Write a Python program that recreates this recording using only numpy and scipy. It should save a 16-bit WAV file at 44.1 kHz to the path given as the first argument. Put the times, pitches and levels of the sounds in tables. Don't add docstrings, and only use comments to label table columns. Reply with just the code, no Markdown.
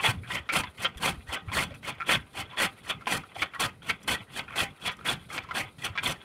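import sys
import numpy as np
from scipy import signal
from scipy.fft import rfft, irfft
from scipy.io import wavfile
from scipy.ndimage import uniform_filter1d

SR = 44100
rng = np.random.default_rng(int(sys.argv[2]) if len(sys.argv) > 2 else 0)


def wav_record(signal):
    frames = np.transpose(np.atleast_2d(signal))
    bounded = np.clip(frames, -1, 1)
    quanta = np.round(bounded * 32767).astype(np.int16)
    wavfile.write(sys.argv[1], SR, quanta)


def amplitude_ratio(level_db):
    exponent = np.asarray(level_db, float) / 20
    return 10 ** exponent


N = 275184
T = np.arange(N) / SR


def level(x, db):
    return x * amplitude_ratio(db) / np.sqrt(np.mean(x ** 2))


def colour(x, points):
    hz, db = np.transpose(points)
    f = np.fft.rfftfreq(4096, 1 / SR)
    gain_db = np.maximum(np.interp(np.log(f + 1), np.log(hz), db), -70)
    cepstrum = irfft(np.log(amplitude_ratio(gain_db)))
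    cepstrum[1:2048] *= 2
    cepstrum[2049:] = 0
    impulse = irfft(np.exp(rfft(cepstrum)))[:2048]
    return signal.fftconvolve(x, impulse)[:N]


def ring(x, hz, width_hz):
    return signal.lfilter(*signal.iirpeak(hz, hz / width_hz, fs=SR), x)


def walk(rate_hz):
    hold = int(SR / rate_hz)
    steps = np.repeat(rng.standard_normal(N // hold + 1), hold)
    return 1.826 * np.tanh(0.89 * uniform_filter1d(steps, hold)[:N])


def snaps(rate_hz, spread_db):
    happens, sign, size = rng.random((3, N))
    clicks = (happens < rate_hz / SR) * np.sign(sign - 0.5) * amplitude_ratio(-spread_db * np.log(size + 0.001))
    return level(clicks, 0)


# delay_s, level_db
WALL_ECHOES = [
    (.011, -17),
    (.023, -25),
    (0.038, -21),
]


def yard(cutter):
    t = T[:SR // 4]
    response = rng.standard_normal(len(t)) * amplitude_ratio(-60 * t / 0.11 - 31)
    for delay_s, db in WALL_ECHOES:
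        response[int(delay_s * SR)] += amplitude_ratio(db)
    return signal.fftconvolve(ring(cutter, 1260, 980), response)[:N]


# start_s, peak_db, pitch_hz
GUSTS = [(0.085, -22.5, 120), (0.174, -30.5, 98), (0.56, -30.5, 176), (0.958, -37.5, 63),
         (1.176, -35, 70.0), (1.287, -34.5, 77.4), (1.476, -29.5, 97), (1.708, -39.5, 109),
         (5.899, -34, 103.4), (0.28, -43, 90), (0.399, -38.5, 85), (0.68, -41.5, 84), (0.79, -41, 111),
         (1.591, -36, 160), (2.019, -49, 153), (2.221, -48, 109), (2.389, -44, 128), (2.64, -33, 192),
         (3.371, -44, 107), (4.21, -40, 117), (5.391, -41, 88.6), (5.651, -41, 110)]


def thumps():
    out, t = np.zeros(N), T[:SR // 8]
    for start_s, db, hz in GUSTS:
        swing = np.sin(2 * np.pi * hz * t * (1 - 2 * t))
        swing *= (t / 0.0074) * np.exp(1 - t / 0.0082)
        i = int(start_s * SR)
        out[i:i + len(t)] += amplitude_ratio(db - 1) * swing
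    return out


# time_s, level_db
BREEZE_LEVEL = [(0, -52), (0.15, -39.5), (0.45, -60.5), (0.9, -59), (1.1, -41), (1.4, -58), (1.6, -42.5),
                (1.8, -61), (2.5, -62), (2.85, -53.5), (3.1, -78), (4.0, -81), (5.0, -55), (5.9, -56),
                (6.24, -64)]


def heave():
    lull_db, full_thud_db, trim_thud_db = -60.5, -41, -48.5
    peaks = np.array([times[2] for times, *_ in strokes()]) + 0.032
    padded = np.r_[peaks[0] - 0.25, peaks, peaks[-1] + 0.25]
    s = np.interp(np.arange(-1, 2 * len(peaks)) / 2, np.arange(-1, len(peaks) + 1), padded)
    thud_db = np.resize([lull_db, full_thud_db, lull_db, trim_thud_db], len(s))
    breeze_db = np.interp(T, *np.transpose(BREEZE_LEVEL))
    return np.hypot(amplitude_ratio(np.interp(T, s, thud_db)), amplitude_ratio(breeze_db))


# frequency_hz, density_db_per_hz
WIND_SPECTRUM = [(12, -73), (20, -4.5), (98, -1), (161, 5), (300, -7.5), (390, -53), (660, -120)]


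def rumble(crunch):
    wind = amplitude_ratio(6.4 * walk(22)) * level(colour(rng.standard_normal(N), WIND_SPECTRUM), -6.5)
    port = ring(ring(rng.standard_normal(N), 100.6, 123), 100.6, 123)
    boom = amplitude_ratio(4.9 * walk(25)) * level(port, -4.5)
    legs = level(ring(rng.standard_normal(N), 233, 233), -16)
    far = amplitude_ratio(1.1 * walk(13)) * level(ring(rng.standard_normal(N), 422, 180), -64)
    return (wind + boom) * heave() + uniform_filter1d(crunch, 900) * legs + far + thumps()


# start_s, level_db, low_mode_hz, chatter_ms
GEAR_CLACKS = [(1.032, -25, 910, 36), (1.081, -26, 810, 8.6), (1.517, -31.5, 1050, 25),
               (1.706, -41, 576, 26), (2.531, -41.5, 1020, 24), (3.01, -40.5, 1320, 15),
               (3.07, -20.5, 956, 13.5), (3.236, -37, 1300, 5.6), (3.356, -32.5, 760, 19),
               (3.595, -30.5, 1020, 36), (4.99, -40, 1290, 3.9), (5.011, -39, 1397, 2.7),
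               (5.056, -30.5, 1500, 30), (5.302, -40, 1230, 76), (5.436, -42, 1200, 20),
               (5.488, -37.5, 1020, 51), (5.553, -29, 1610, 16), (5.954, -33.5, 1190, 17.5)]


def gear_clacks():
    return [(s, db, low_hz, 2300, -13, ms) for s, db, low_hz, ms in GEAR_CLACKS]


# start_s, level_db, high_mode_hz, chatter_ms
PLATE_CHOPS = [(0.364, -30.5, 3150, 26), (0.847, -17.5, 3220, 22.3), (1.322, -32, 3100, 26),
               (1.873, -45, 2410, 59), (2.898, -23.5, 3460, 24), (3.42, -17.5, 2270, 13.7),
               (3.897, -18.5, 2230, 17), (4.393, -24, 2220, 7.6), (4.858, -29.5, 2270, 52),
               (5.379, -22.5, 2300, 10.2), (5.843, -27.5, 3300, 32)]


def plate_chops():
    return [(s, db, 1460, high_hz, 13, ms) for s, db, high_hz, ms in PLATE_CHOPS]


# start_s, level_db, low_mode_hz, high_mode_hz, chatter_ms
ROLLER_KNOCKS = [(0.0, -25, 1090, 2570, 8.9), (0.04, -22, 884, 1890, 54), (0.233, -42.5, 1510, 2340, 37),
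                 (1.292, -34.5, 940, 2000, 26), (1.485, -38, 1200, 2300, 20),
                 (1.568, -29.5, 1170, 2040, 52), (2.001, -31, 1310, 2290, 5.6),
                 (2.038, -43, 1350, 2440, 6.8), (2.092, -22, 1520, 1930, 21), (2.35, -40, 680, 1920, 7),
                 (3.536, -37, 1380, 2300, 23), (3.548, -33, 1120, 1920, 22), (3.82, -45, 1500, 3230, 16),
                 (4.075, -35, 1100, 2060, 16), (4.48, -36.5, 1420, 2530, 12), (4.506, -33, 1170, 2410, 3.9),
                 (4.523, -39.5, 1320, 2220, 40), (5.51, -26.5, 1290, 2050, 9.9),
                 (6.03, -35, 1550, 3240, 17)]


def roller_knocks():
    return [(s, db, low_hz, high_hz, -2.5, ms) for s, db, low_hz, high_hz, ms in ROLLER_KNOCKS]


# start_s, level_db, low_mode_hz, high_mode_hz, chatter_ms
BOLT_CLINKS = [(0.302, -31, 1600, 1920, 20), (0.49, -21.5, 1370, 2300, 20), (0.514, -30.5, 1500, 2320, 24),
               (0.636, -26, 970, 2010, 11), (0.779, -46, 1190, 2120, 8.3), (0.973, -40.5, 1730, 3370, 19),
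               (1.741, -44.5, 1460, 2470, 24), (1.83, -41.5, 1520, 2020, 12), (2.572, -29.5, 880, 1920, 36),
               (3.058, -37, 644, 3020, 1.5), (3.122, -20, 744, 1950, 9.4), (4.557, -32, 1550, 2010, 50),
               (5.976, -22, 1630, 2410, 20.3)]


def bolt_clinks():
    return [(s, db, low_hz, high_hz, 9, ms) for s, db, low_hz, high_hz, ms in BOLT_CLINKS]


def pawl_bounces():
    start_s, gap_s = 2.006, 0.0066
    return [(start_s + k * gap_s, -27, 1350, 2400, -2, 1) for k in range(4)]


def knocks():
    out, push, tick = np.zeros((3, N))
    bounces = snaps(3000, 2.85)
    blows = gear_clacks() + plate_chops() + roller_knocks() + bolt_clinks() + pawl_bounces()
    for start_s, db, low_hz, high_hz, high_db, chatter_ms in blows:
        i = int(start_s * SR)
        t = T[:min(SR // 8, N - i)]
        shape = np.exp(-(1000 * t / max(chatter_ms, 2)) ** 4) + amplitude_ratio(-36 - 60 * t / 0.097)
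        burst = shape * bounces[i:i + len(t)]
        burst[0] += 9
        tone = ring(burst, low_hz, low_hz / 10.5)
        tone -= amplitude_ratio(high_db) * ring(burst, high_hz, high_hz / 15.3)
        tone += amplitude_ratio(1.94 * max(high_db, 0) - 25) * ring(burst, 2280, 2200)
        loudness = tone[:int(SR * max(chatter_ms, 5) / 1000)].std()
        out[i:i + len(t)] += amplitude_ratio(db - 6.5) * tone / loudness
        push[i:i + len(t)] += amplitude_ratio(db) * shape
        tick[i:i + len(t)] += amplitude_ratio(db - 60 * t / 0.01)
    return signal.lfilter(*signal.butter(3, 4500, fs=SR), out), push, tick


# frequency_hz, width_hz, level_db
KNIFE_MODES = [(4430, 90, -23.5), (5090, 43, 1.5), (5930, 67, -1), (7530, 38, -23), (8980, 56, -8.5),
               (9570, 100, -17)]
# start_s, level_db, length_ms
GRIT_FLECKS = [(0.972, -45.5, 19), (1.745, -51, 14), (2.008, -62, 25), (3.548, -48, 6), (4.029, -48, 14),
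               (4.504, -56, 6), (4.915, -48, 17), (4.968, -52, 6), (5.44, -60, 8), (5.96, -56, 8),
               (6.17, -66, 8.3)]


def flecks():
    gate, t = np.zeros(N + SR), T[:SR // 10]
    for start_s, db, length_ms in GRIT_FLECKS:
        i = int(start_s * SR)
        gate[i:i + len(t)] += amplitude_ratio(db) * np.exp(-(t * 1000 / length_ms) ** 2)
    grit = gate[:N] * snaps(4000, 2)
    tinkle = sum(ring(grit, hz, 2 * width_hz) for hz, width_hz, _ in KNIFE_MODES[1:])
    spray = ring(ring(grit, 8100, 7000), 8100, 7000)
    return amplitude_ratio(2.5) * tinkle + amplitude_ratio(-5) * spray


# frequency_hz, width_hz, level_db
FRAME_MODES = [(545, 138, -3), (786, 28.5, 11), (967, 34, -13), (1250, 13, 6.5), (1521, 48, 5),
               (1925, 109, 9), (2010, 244, 7), (2260, 110, -32), (2396, 75, 4), (2620, 160, -28),
               (2957, 200, 4.5), (3370, 107, 10.5), (4360, 160, -11), (4900, 39, -20)]
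# frequency_hz, density_db_per_hz
CRUNCH_SPECTRUM = [(120, -15), (200, -8), (437, -10), (784, 1), (1290, 0), (1550, 1.5), (1740, -9),
                   (1920, -2), (3250, 2.5), (3920, -22.5), (6000, -26.5), (7800, -44), (13200, -120)]


def frame(crunch, rattle):
    stems = level(amplitude_ratio(1.75 * walk(120)) * snaps(5000, 2.1), 0)
    gears = amplitude_ratio(4.5 * walk(30) - 6.5) * level(ring(snaps(2500, 2.6), 1190, 1960), 0)
    push = crunch * stems + rattle * gears
    unit = np.sqrt(sum(amplitude_ratio(2 * db) * width_hz for _, width_hz, db in FRAME_MODES) * np.pi / SR)
    modes = np.zeros(N)
    for k, (hz, width_hz, db) in enumerate(FRAME_MODES):
        modes += (-1) ** k * amplitude_ratio(db) * ring(amplitude_ratio(7.72 * walk(70)) * push, hz, width_hz)
    blur = colour(push, CRUNCH_SPECTRUM) / colour(stems, CRUNCH_SPECTRUM).std()
    bite = amplitude_ratio(6.6 * walk(55)) * ring(push, 4060, 1400)
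    return amplitude_ratio(-9) * modes / unit + amplitude_ratio(-4) * blur + amplitude_ratio(-20) * bite


# frequency_hz, density_db_per_hz
TEAR_SPECTRUM = [(2350, -12.5), (4000, -3.5), (4440, 2.5), (4820, -8.5), (6000, -10.5), (6510, -9),
                 (9490, -3), (10800, -9.5), (14700, -17), (16000, -26)]
# frequency_hz, density_db_per_hz
CHAFF_SPECTRUM = [(2060, -49), (3500, -11), (3730, 2), (4400, -4.5), (5600, -15), (7650, -12.5), (9500, -1),
                  (14800, -20), (16000, -25)]


def tearing(force, chaff):
    fibres = amplitude_ratio(2.2 * walk(150)) * level(snaps(9000, 3.3) + 2.2 * rng.standard_normal(N), 0)
    torn = force * fibres
    knife = sum(amplitude_ratio(db + 6 * walk(40)) * ring(torn, hz, width_hz) for hz, width_hz, db in KNIFE_MODES)
    patter = level(colour(amplitude_ratio(3.5 * walk(50)) * snaps(9000, 2), CHAFF_SPECTRUM), 0)
    hiss = colour(torn, TEAR_SPECTRUM) / colour(fibres, TEAR_SPECTRUM).std()
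    return hiss + amplitude_ratio(3) * knife + chaff * patter


# bite_s, lead_in_ms, rise_ms, fall_ms, peak_hiss_db
FULL_BITES = [(0.038, 31, 24, 52, -35), (0.526, 5, 35, 49, -32.5), (1.025, 21, 38, 45.7, -35),
              (1.549, 31, 23, 68.3, -35.5), (2.084, 19.5, 40, 34.2, -33), (2.589, 19.6, 38.5, 37, -33),
              (3.07, 2.1, 57, 49, -36), (3.599, 5.1, 8.8, 54.7, -34), (4.078, 2.9, 18.5, 58, -34),
              (4.559, 3.6, 38.6, 41.4, -35.5), (5.052, 2.5, 42.8, 42, -36), (5.55, 10, 23.6, 43, -37.5),
              (6.033, 5.9, 22, 70, -36.5)]
FULL_CRUNCH_ABOVE = [14, 8.5, 11.96, 11.5, 17.1]


def full_cuts():
    edge_db, clear_ms = -56.5, 8.8
    rows = []
    for bite_s, lead, rise, fall, db in FULL_BITES:
        times = bite_s + np.cumsum([-lead, lead, rise, fall, clear_ms]) / 1000
        hiss_db = np.array([edge_db, db - 0.15 * rise, db, db - 6, edge_db])
        rows.append((times, hiss_db, hiss_db + FULL_CRUNCH_ABOVE))
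    return rows


# bite_s, lead_in_ms, rise_ms, fall_ms, peak_hiss_db
STUB_TRIMS = [(0.304, 29, 41, 47, -43.5), (0.813, 38, 8.5, 60, -40), (1.321, 52, 8, 57, -36),
              (1.869, 42, 23, 28, -42.5), (2.362, 28, 44, 26, -43), (2.89, 53, 6.2, 34, -39),
              (3.405, 56, 14.7, 35, -38), (3.885, 55, 12, 30, -37.5), (4.358, 43, 17.4, 42.6, -38),
              (4.847, 48, 14.5, 47, -35.5), (5.325, 34, 21.6, 59, -38.5), (5.835, 50, 10.7, 52, -37)]
TRIM_HISS = [-63, -51, -60.5]
TRIM_CRUNCH = [-50.5, -36.5, -30.5, -31.5, -42]


def trim_cuts():
    exit_share = 0.46
    rows = []
    for bite_s, lead, rise, fall, db in STUB_TRIMS:
        steps_ms = [-lead, lead, rise, exit_share * fall, (1 - exit_share) * fall]
        hiss_db = np.insert(np.array(TRIM_HISS, float), 2, [db - 2, db - 6])
        rows.append((bite_s + np.cumsum(steps_ms) / 1000, hiss_db, TRIM_CRUNCH))
    return rows


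def strokes():
    return sorted(full_cuts() + trim_cuts(), key=lambda row: row[0][0])


def passes(edge_s, fade_s):
    hiss, crunch = np.zeros(N), np.zeros(N)
    for k, (s, hiss_db, crunch_db) in enumerate(strokes()):
        near = slice(max(int((s[0] - edge_s) * SR), 0), int((s[-1] + 2 * fade_s) * SR))
        t = T[near]
        is_trim = k % 2
        stop = np.r_[s[:-1], s[-2] + 0.004 if is_trim else s[-1]]
        start = np.clip((t - s[0]) / edge_s + 1, 0, 1)
        hiss_fade_db = 60 * np.maximum(t - stop[-1], 0) / (0.5 * fade_s)
        crunch_fade_db = 60 * np.maximum(t - s[-1], 0) / fade_s
        hiss[near] += start * amplitude_ratio(np.interp(t, stop, hiss_db) - hiss_fade_db)
        crunch[near] += start * amplitude_ratio(np.interp(t, s, crunch_db) - crunch_fade_db)
    return hiss, crunch


def idle(turn_db):
    gap_s = 0.053
    s = np.ravel([(times[0] - gap_s, times[-1] + gap_s) for times, *_ in strokes()])
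    return amplitude_ratio(np.interp(T, s, np.resize(turn_db, len(s))))


RATTLE_TURN = [-50, -52.5, -59.5, -58]
CHAFF_TURN = [-69, -66.5, -66, -76]


def scene():
    hiss, crunch = passes(0.0066, 0.19)
    clank, shake, tick = knocks()
    rattle = idle(RATTLE_TURN)
    cutter = clank + frame(crunch + amplitude_ratio(-13) * shake, rattle)
    cutter += tearing(hiss + amplitude_ratio(-50) * tick + amplitude_ratio(-70) * shake, idle(CHAFF_TURN))
    wet = yard(cutter)
    return (cutter + wet + rumble(crunch + amplitude_ratio(7.5) * rattle) + flecks())[None]


def roll_off(x):
    return signal.sosfilt(signal.butter(12, 16230, fs=SR, output="sos"), x)


def record(dry):
    top = signal.ellip(10, 0.3, 70, 15750, fs=SR, output="sos")
    mix = signal.sosfilt(top, dry)
    return roll_off(mix)


dry = scene()
out = record(dry)
wav_record(out)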